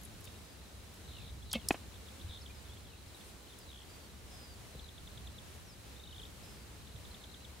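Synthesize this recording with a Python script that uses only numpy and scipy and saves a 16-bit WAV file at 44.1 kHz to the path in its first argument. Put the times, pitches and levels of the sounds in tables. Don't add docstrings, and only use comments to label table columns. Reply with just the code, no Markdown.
import sys
import numpy as np
from scipy import signal
from scipy.fft import rfft, irfft, next_fast_len
from scipy.io import wavfile
from scipy.ndimage import uniform_filter1d, map_coordinates

SR = 44100
rng = np.random.default_rng(int(sys.argv[2]) if len(sys.argv) > 2 else 0)


def unload_wav(signal):
    wavfile.write(
        sys.argv[1],
        SR,
        np.round(np.clip(np.atleast_2d(signal).T, -1, 1) * 32767).astype(np.int16),
    )


N = 335160


def amp(db):
    return 10 ** (np.asarray(db) / 20)


def unit(x):
    return x / np.sqrt(np.mean(x ** 2) + 1e-20)


def along(points, hz):
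    f, v = np.transpose(points)
    return np.interp(np.log(hz + 1), np.log(f + 1), v)


def curve(rows):
    return np.interp(np.arange(N) / SR, *np.transpose(rows))


def wobble(rate):
    knots = rng.standard_normal(int(N * rate / SR) + 4)
    return map_coordinates(knots, [np.arange(N) * rate / SR])


def filtered(x, response):
    n = x.shape[-1]
    m = next_fast_len(n + 8192)
    return irfft(rfft(x, m) * response(np.fft.rfftfreq(m, 1 / SR)), m)[..., :n]


def add(track, s, sound):
    part = track[..., round(s * SR):][..., :sound.shape[-1]]
    part += sound[..., :part.shape[-1]]


def chirp(length, start_hz, end_hz):
    t = np.arange(int(length * SR)) / SR
    cycles = start_hz * t + (end_hz - start_hz) * t ** 2 / (2 * length) + rng.random()
    return np.hanning(len(t)) * np.sin(2 * np.pi * cycles)


def ringing(blows, modes, attack, scatter_db):
    out, t = np.zeros(N), np.arange(SR // 4) / SR
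    for s, db, tilt_db in blows:
        ring = np.zeros(len(t))
        for hz, level, t60 in modes:
            tilt = tilt_db * np.log2(hz / modes[0][0])
            strength = level + tilt + scatter_db * rng.standard_normal()
            ring += amp(strength - 60 * t / t60) * np.sin(2 * np.pi * hz * t)
        add(out, s, amp(db) * ring * (1 - np.exp(-t / attack)))
    return out


def single_notes(rows, attack):
    out = np.zeros(N)
    for s, db, hz, t60 in rows:
        out += ringing([(s, db, 0)], [(hz, 0, t60)], attack, scatter_db=0)
    return out


def bursts(rows):
    out, t = np.zeros((2, N)), np.arange(SR // 8) / SR
    for s, db, low_hz, high_hz, rise, hold, t60 in rows:
        band = lambda hz: 1 / ((1 + (low_hz / (hz + 1)) ** 12) * (1 + (hz / high_hz) ** 6))
        mid, side = unit(filtered(rng.standard_normal((2, len(t))), band))
        decay_db = 60 * np.clip(t - rise - hold, 0, None) / t60
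        shape = amp(db - 3.0 - decay_db) * np.clip(t / rise, 0, 1)
        add(out, s, shape * np.array([mid + 0.21 * side, mid - 0.079 * side]))
    return out


# (frequency [Hz], correlation [0 to 1])
LIKENESS = [(25, .68), (60, .76), (130, .7), (290, .58), (640, .36), (1400, .22), (3100, .22), (6800, .15),
            (15000, .1)]


def rush(spectrum):
    turn = lambda hz: np.arccos(np.clip(along(LIKENESS, hz), -1, 1)) / 2
    response = lambda hz: amp(along(spectrum, hz)) * [np.cos(turn(hz)), np.sin(turn(hz))]
    mid, side = filtered(rng.standard_normal((2, N)), response)
    return unit(np.array([mid + side, mid - side]))


# (time [s], level [dB rms])
RUMBLE_LEVEL = [(0, -51.5), (.3, -54.5), (1.0, -54), (1.3, -50), (2.1, -53), (2.7, -54), (3.8, -58),
                (4.1, -54), (4.9, -54), (5.19, -50.5), (5.5, -52.5), (5.97, -54), (6.3, -52), (6.9, -53),
                (7.3, -54), (7.6, -54)]
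# (frequency [Hz], relative level per Hz [dB])
RUMBLE_SPECTRUM = [(12, -70), (22, -38), (31, -23), (42, -6), (52, -14), (62, 2.5), (80, -4), (105, -7),
                   (135, -14), (220, -16), (290, -39), (480, -120)]
AIR_SPECTRUM = [(90, -20), (150, -6.5), (280, -6), (400, -6.5), (670, -11), (1150, -13.5), (2000, -15.5),
                (3500, -15.5), (5500, -19), (8000, -19.5), (11000, -22), (12000, -24.5), (15600, -26.5)]
AIR_DB = -55.5


def field():
    lumps = amp(1.15 * wobble(17))
    rumble = amp(curve(RUMBLE_LEVEL)) * unit(lumps * rush(RUMBLE_SPECTRUM))
    air = amp(AIR_DB + 0.8 * wobble(7.1)) * rush(AIR_SPECTRUM)
    return rumble + air


# (time [s], level [dB rms])
HAZE_LEVEL = [(0, -70), (1.0, -74), (1.08, -65), (1.3, -68), (1.36, -76), (1.48, -63), (1.8, -69),
              (2.2, -71), (2.36, -63), (2.45, -69), (3.2, -69), (4.6, -79), (4.8, -65.5), (5.5, -75),
              (6.05, -70), (6.4, -76), (7.35, -67), (7.6, -70)]
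HAZE_HZ = 4000


def twitter_haze(count):
    out = np.zeros((2, N))
    for when, pitch, glide, size, side in zip(rng.random(count), *rng.standard_normal((4, count))):
        hz = HAZE_HZ * np.exp(.04 * pitch)
        note = chirp(0.0161, hz * (1.04 + 0.038 * glide), hz * (.96 - 0.039 * glide))
        balance_db = 6.0 * side * np.array([[1], [-1]])
        add(out, when * N / SR, amp(0.99 * size + balance_db) * note)
    return amp(curve(HAZE_LEVEL)) * unit(out)


# (time [s], level [dB], frequency [Hz], t60 [s])
PING_ROWS = [(.013, -56, 11400, 0.089), (.039, -53, 11400, .08), (.0515, -34.5, 10100, 0.013),
             (1.53, -26, 9500, 0.013), (1.5365, -25, 3240, 0.027)]


def pings():
    return single_notes(PING_ROWS, attack=.0008)


# (time [s], level 3 dB above the held rms [dB], low edge [Hz], high edge [Hz], rise and hold together [s])
RUSTLE_ROWS = [(0.033, -48, 5500, 14000, .002), (0.044, -57, 5500, 14000, .017),
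               (.202, -58, 9000, 11000, .01), (.241, -49, 4000, 15500, .004),
               (.251, -48.5, 4000, 15500, .003), (.273, -50, 2200, 4200, .002),
               (.938, -56.5, 7000, 13000, .004), (3.12, -65, 7500, 11000, .1),
               (3.228, -63, 7500, 11000, .087), (3.587, -50.5, 5500, 15000, .002)]
RUSTLE_RISE, RUSTLE_T60_S = 0.37, .024


def rustles():
    return bursts([(s, db, low_hz, high_hz, RUSTLE_RISE * length, (1 - RUSTLE_RISE) * length, RUSTLE_T60_S)
                   for s, db, low_hz, high_hz, length in RUSTLE_ROWS])


# (time [s], length [s], start pitch [Hz], end pitch [Hz], peak level [dB])
LONE_NOTES = [(.068, .021, 4060, 3750, -60), (.353, .014, 3820, 3800, -55), (.948, .022, 5100, 5100, -62),
              (1.415, .027, 3140, 3630, -55), (1.452, .014, 5000, 5000, -62), (1.661, .01, 3400, 4170, -56),
              (2.275, .01, 3275, 2925, -57), (2.407, .021, 4900, 5500, -55), (2.42, .024, 4750, 4150, -57),
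              (2.457, 0.012, 4020, 2670, -46.5), (2.487, .037, 2350, 2500, -57),
              (2.603, .01, 4700, 4700, -58), (2.653, .021, 3675, 3325, -59), (2.768, .01, 3475, 3125, -53),
              (2.788, .017, 4450, 3750, -60), (3.074, .022, 5500, 4500, -62),
              (3.465, .014, 3450, 2750, -56), (3.474, .02, 4600, 3900, -61), (3.495, .016, 3950, 3270, -58),
              (4.092, .022, 4250, 3650, -58.5), (4.817, .01, 4400, 4800, -59),
              (5.003, .009, 4400, 4800, -59), (6.262, .014, 3550, 2850, -57)]
# (first time [s], last time [s], notes [count], note length [s], first centre [Hz], last centre [Hz],
#  glide within a note [Hz], first level [dB], last level [dB]), before swell and scatter
TRILL_ROWS = [(.259, .276, 2, .009, 3700, 3710, 600, -52, -49),
              (1.081, 1.292, 14, .011, 3700, 3600, -1250, -55, -53),
              (1.074, 1.285, 14, 0.01, 3980, 3950, -300, -59, -60),
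              (1.13, 1.252, 8, .011, 3200, 2250, -400, -53, -64),
              (1.579, 1.661, 6, 0.0087, 3510, 2600, 300, -49, -59),
              (1.939, 1.956, 2, .0097, 3400, 3420, -1330, -51, -52),
              (2.066, 2.082, 2, .0093, 3410, 3480, -1250, -56, -50),
              (2.196, 2.211, 2, .0095, 3380, 3600, -1100, -53, -52),
              (2.292, 2.369, 7, .0095, 3600, 3590, -1250, -48.5, -47.5),
              (2.284, 2.376, 8, 0.0087, 3850, 3700, -1100, -54, -52),
              (2.475, 2.492, 2, .01, 3300, 3400, -1200, -57, -59),
              (2.544, 2.576, 3, .018, 5100, 4950, -350, -59, -60),
              (2.692, 2.731, 4, .011, 3290, 3600, 32, -56, -54),
              (2.849, 2.948, 7, .009, 3500, 2600, -300, -57, -60),
              (3.143, 3.154, 2, .01, 3860, 3725, -500, -51, -55),
              (3.197, 3.207, 2, .011, 3410, 3380, -900, -57, -52),
              (3.52, 3.533, 2, 0.0086, 3580, 3220, -200, -50.5, -50),
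              (3.585, 3.63, 5, .012, 5300, 4600, -300, -63, -57),
              (3.664, 3.698, 4, .011, 4000, 3800, -300, -58, -51),
              (3.714, 3.831, 9, 0.0061, 3400, 3210, 1000, -49.5, -52),
              (5.96, 5.995, 2, .012, 3600, 3690, 600, -54, -50),
              (6.035, 6.25, 7, .009, 3720, 3620, 800, -47, -49.5),
              (6.049, 6.225, 6, 0.02, 3050, 3270, -800, -57, -50),
              (5.975, 6.229, 8, .013, 3780, 3780, -200, -59, -60)]
SWELL_DB = 2
UNEVEN_DB, UNEVEN_PITCH = 1.5, .012
# (time [s], length [s], peak level [dB], lead-in level before scatter [dB])
CHIP_ROWS = [(4.79, .012, -47.5, -63), (4.883, 0.014, -48.5, -60), (4.976, .011, -49, -65),
             (5.069, .012, -48, -67), (5.17, .013, -48, -65), (5.266, 0.015, -47.5, -59),
             (5.378, .016, -48, -57), (6.869, .009, -53, -68), (6.957, .011, -51.5, -66),
             (7.048, .012, -50.5, -63), (7.14, .013, -48, -65), (7.234, .015, -48, -60),
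             (7.337, 0.014, -47.5, -58.5), (7.443, .015, -49, -55)]
CHIP_START_HZ, CHIP_END_HZ = 4280, 2810
LEAD_S, LEAD_NOTE_S, LEAD_START_HZ, LEAD_END_HZ, LEAD_UNEVEN_DB = .042, .02, 4100, 3940, 2


def song():
    notes = list(LONE_NOTES)
    for first, last, count, length, first_hz, last_hz, glide_hz, first_db, last_db in TRILL_ROWS:
        for u in np.linspace(0, 1, round(count)):
            hz = first_hz * (last_hz / first_hz) ** u * (1 + UNEVEN_PITCH * rng.standard_normal())
            db = first_db + (last_db - first_db) * u
            db += SWELL_DB * np.sin(np.pi * u) + UNEVEN_DB * rng.standard_normal()
            notes.append((first + (last - first) * u, length, hz - glide_hz / 2, hz + glide_hz / 2, db))
    for s, length, db, lead_db in CHIP_ROWS:
        for ahead in LEAD_S * np.array([3, 2, 1]) / 3:
            level = lead_db + LEAD_UNEVEN_DB * rng.standard_normal()
            notes.append((s - ahead, LEAD_NOTE_S, LEAD_START_HZ, LEAD_END_HZ, level))
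        notes.append((s, length, CHIP_START_HZ, CHIP_END_HZ, db))
    return notes


# (level [dB], t60 [s])
GRASS_SCATTER = (-6.5, 0.12)


def scattered(x):
    db, t60 = GRASS_SCATTER
    t = np.arange(SR // 3) / SR
    tail = rng.standard_normal((2, len(t))) * amp(-60 * t / t60)
    return amp(db) * signal.fftconvolve(x[None], tail / np.linalg.norm(tail[0]), axes=1)[:, :N]


# (time [s], pitch [Hz], level before the waver [dB rms])
WHISTLE_ROWS = [
    [(.42, 5000, -72), (.455, 5020, -66), (.5, 4900, -70), (.54, 4800, -72)],
    [(3.89, 4800, -72), (3.91, 4750, -64), (3.95, 4590, -68), (4.0, 4700, -70), (4.035, 4620, -70),
     (4.056, 4400, -65), (4.075, 4200, -72)],
    [(4.305, 5300, -68), (4.325, 5130, -61), (4.38, 5000, -62), (4.45, 4960, -62), (4.5, 4800, -64),
     (4.535, 4630, -62), (4.552, 4490, -68)],
    [(5.63, 6170, -76), (5.66, 5970, -72), (5.7, 5300, -64), (5.73, 4850, -62), (5.745, 4700, -68)],
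    [(6.425, 5300, -70), (6.46, 5120, -68), (6.51, 5120, -67), (6.55, 5000, -73), (6.6, 4800, -71),
     (6.635, 4680, -67), (6.648, 4550, -72)],
]


def lark():
    out = np.zeros(N)
    for s, length, start_hz, end_hz, db in song():
        add(out, s, amp(db) * chirp(length, start_hz, end_hz))
    waver = amp(1.7 * wobble(45))
    for rows in WHISTLE_ROWS:
        s, hz, db = np.transpose(rows)
        t = np.arange(s[0], s[-1], 1 / SR)
        fade = np.clip(np.minimum(t - s[0], s[-1] - t) / 0.0052, 0, 1)
        pitch = uniform_filter1d(np.interp(t, s, hz), size=900, mode="nearest")
        level = np.sqrt(2) * amp(np.interp(t, s, db)) * fade * waver[round(s[0] * SR):][:len(t)]
        add(out, s[0], level * np.sin(2 * np.pi * np.cumsum(pitch) / SR))
    direct = out * amp([[.5], [-.5]])
    return direct + scattered(out)


# (time [s], level [dB], frequency [Hz], t60 [s])
THUD_ROWS = [(.268, -45, 89.5, 0.17), (1.322, -42, 74.6, 0.12), (2.244, -34, 79, 0.14),
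             (2.293, -38, 72, 0.11), (2.292, -46, 208, 0.055), (3.068, -40, 72, 0.048),
             (4.75, -32.5, 450, 0.018), (4.755, -37.5, 130, 0.059), (5.781, -41.5, 110, 0.06),
             (6.949, -36.5, 104, 0.086)]


def thuds():
    return single_notes(THUD_ROWS, attack=0.0022)


# (time [s], level 3 dB above the held rms [dB], low edge [Hz], high edge [Hz],
# rise [s], hold [s], t60 [s])
SNAP_ROWS = [(1.509, -48, 4500, 9000, .003, .001, .02), (1.515, -38, 3280, 5200, .0005, .0018, 0.034),
             (1.5289, -25.5, 4060, 12500, 0.0023, .00083, 0.0079),
             (1.535, -36, 600, 4040, .00065, .0013, 0.023), (1.542, -38.5, 2220, 4070, .0023, 0.012, 0.067),
             (1.549, -42, 390, 890, .0044, 0.0065, .084), (1.686, -22, 4320, 11500, .00036, 0.0015, .012),
             (1.707, -25.5, 300, 2900, .0004, .003, 0.018), (1.717, -50, 4500, 11000, .003, .011, .05),
             (1.742, -43, 300, 3500, .0011, .0058, 0.063)]
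TAIL_DB, TAIL_T60_S = -20.5, 0.14


def snaps():
    tails = [(s, db + TAIL_DB, low_hz, high_hz, rise + hold, hold, TAIL_T60_S)
             for s, db, low_hz, high_hz, rise, hold, _ in SNAP_ROWS]
    return bursts(list(SNAP_ROWS) + tails)


# (time [s], level [dB], tilt [dB per octave])
BOW_JOLTS = [(1.543, -43, -1), (1.552, -41, 2.5), (1.5553, -29, -1.5)]
# (frequency [Hz], relative level [dB], t60 [s])
BOW_MODES = [(221, 0, .085), (522, -4, .06), (1180, -16, .03), (2186, -11, .09), (2643, -5, .06),
             (3130, -7, .046), (3980, -12, .035)]


def bow():
    return ringing(BOW_JOLTS, BOW_MODES, attack=.0008, scatter_db=1.2)


# (time [s], level [dB], tilt [dB per octave])
TARGET_KNOCKS = [(1.7073, -17, 0), (1.7097, -26, 1), (1.7442, -28, -3)]
# (frequency [Hz], relative level [dB], t60 [s])
TARGET_MODES = [(545, -5, 0.01), (710, 0, 0.013), (1310, -14, 0.01), (1700, -11, 0.012), (2536, -2, 0.014),
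                (2950, -17, .012), (3920, -19, 0.0095)]
# (time [s], level [dB], frequency [Hz], t60 [s])
TARGET_PUSH = [(1.7093, -10, 267, 0.012), (1.7458, -36, 275, 0.028)]


def target():
    knocks = ringing(TARGET_KNOCKS, TARGET_MODES, attack=.0003, scatter_db=.5)
    return knocks + single_notes(TARGET_PUSH, attack=.0015)


def scene():
    background = field() + twitter_haze(count=2400)
    shot = snaps() + bow() + target()
    return background + pings() + rustles() + lark() + thuds() + shot


TOP_HZ = 15780


def record(dry):
    return filtered(dry, lambda hz: hz < TOP_HZ)


dry = scene()
out = record(dry)
unload_wav(out)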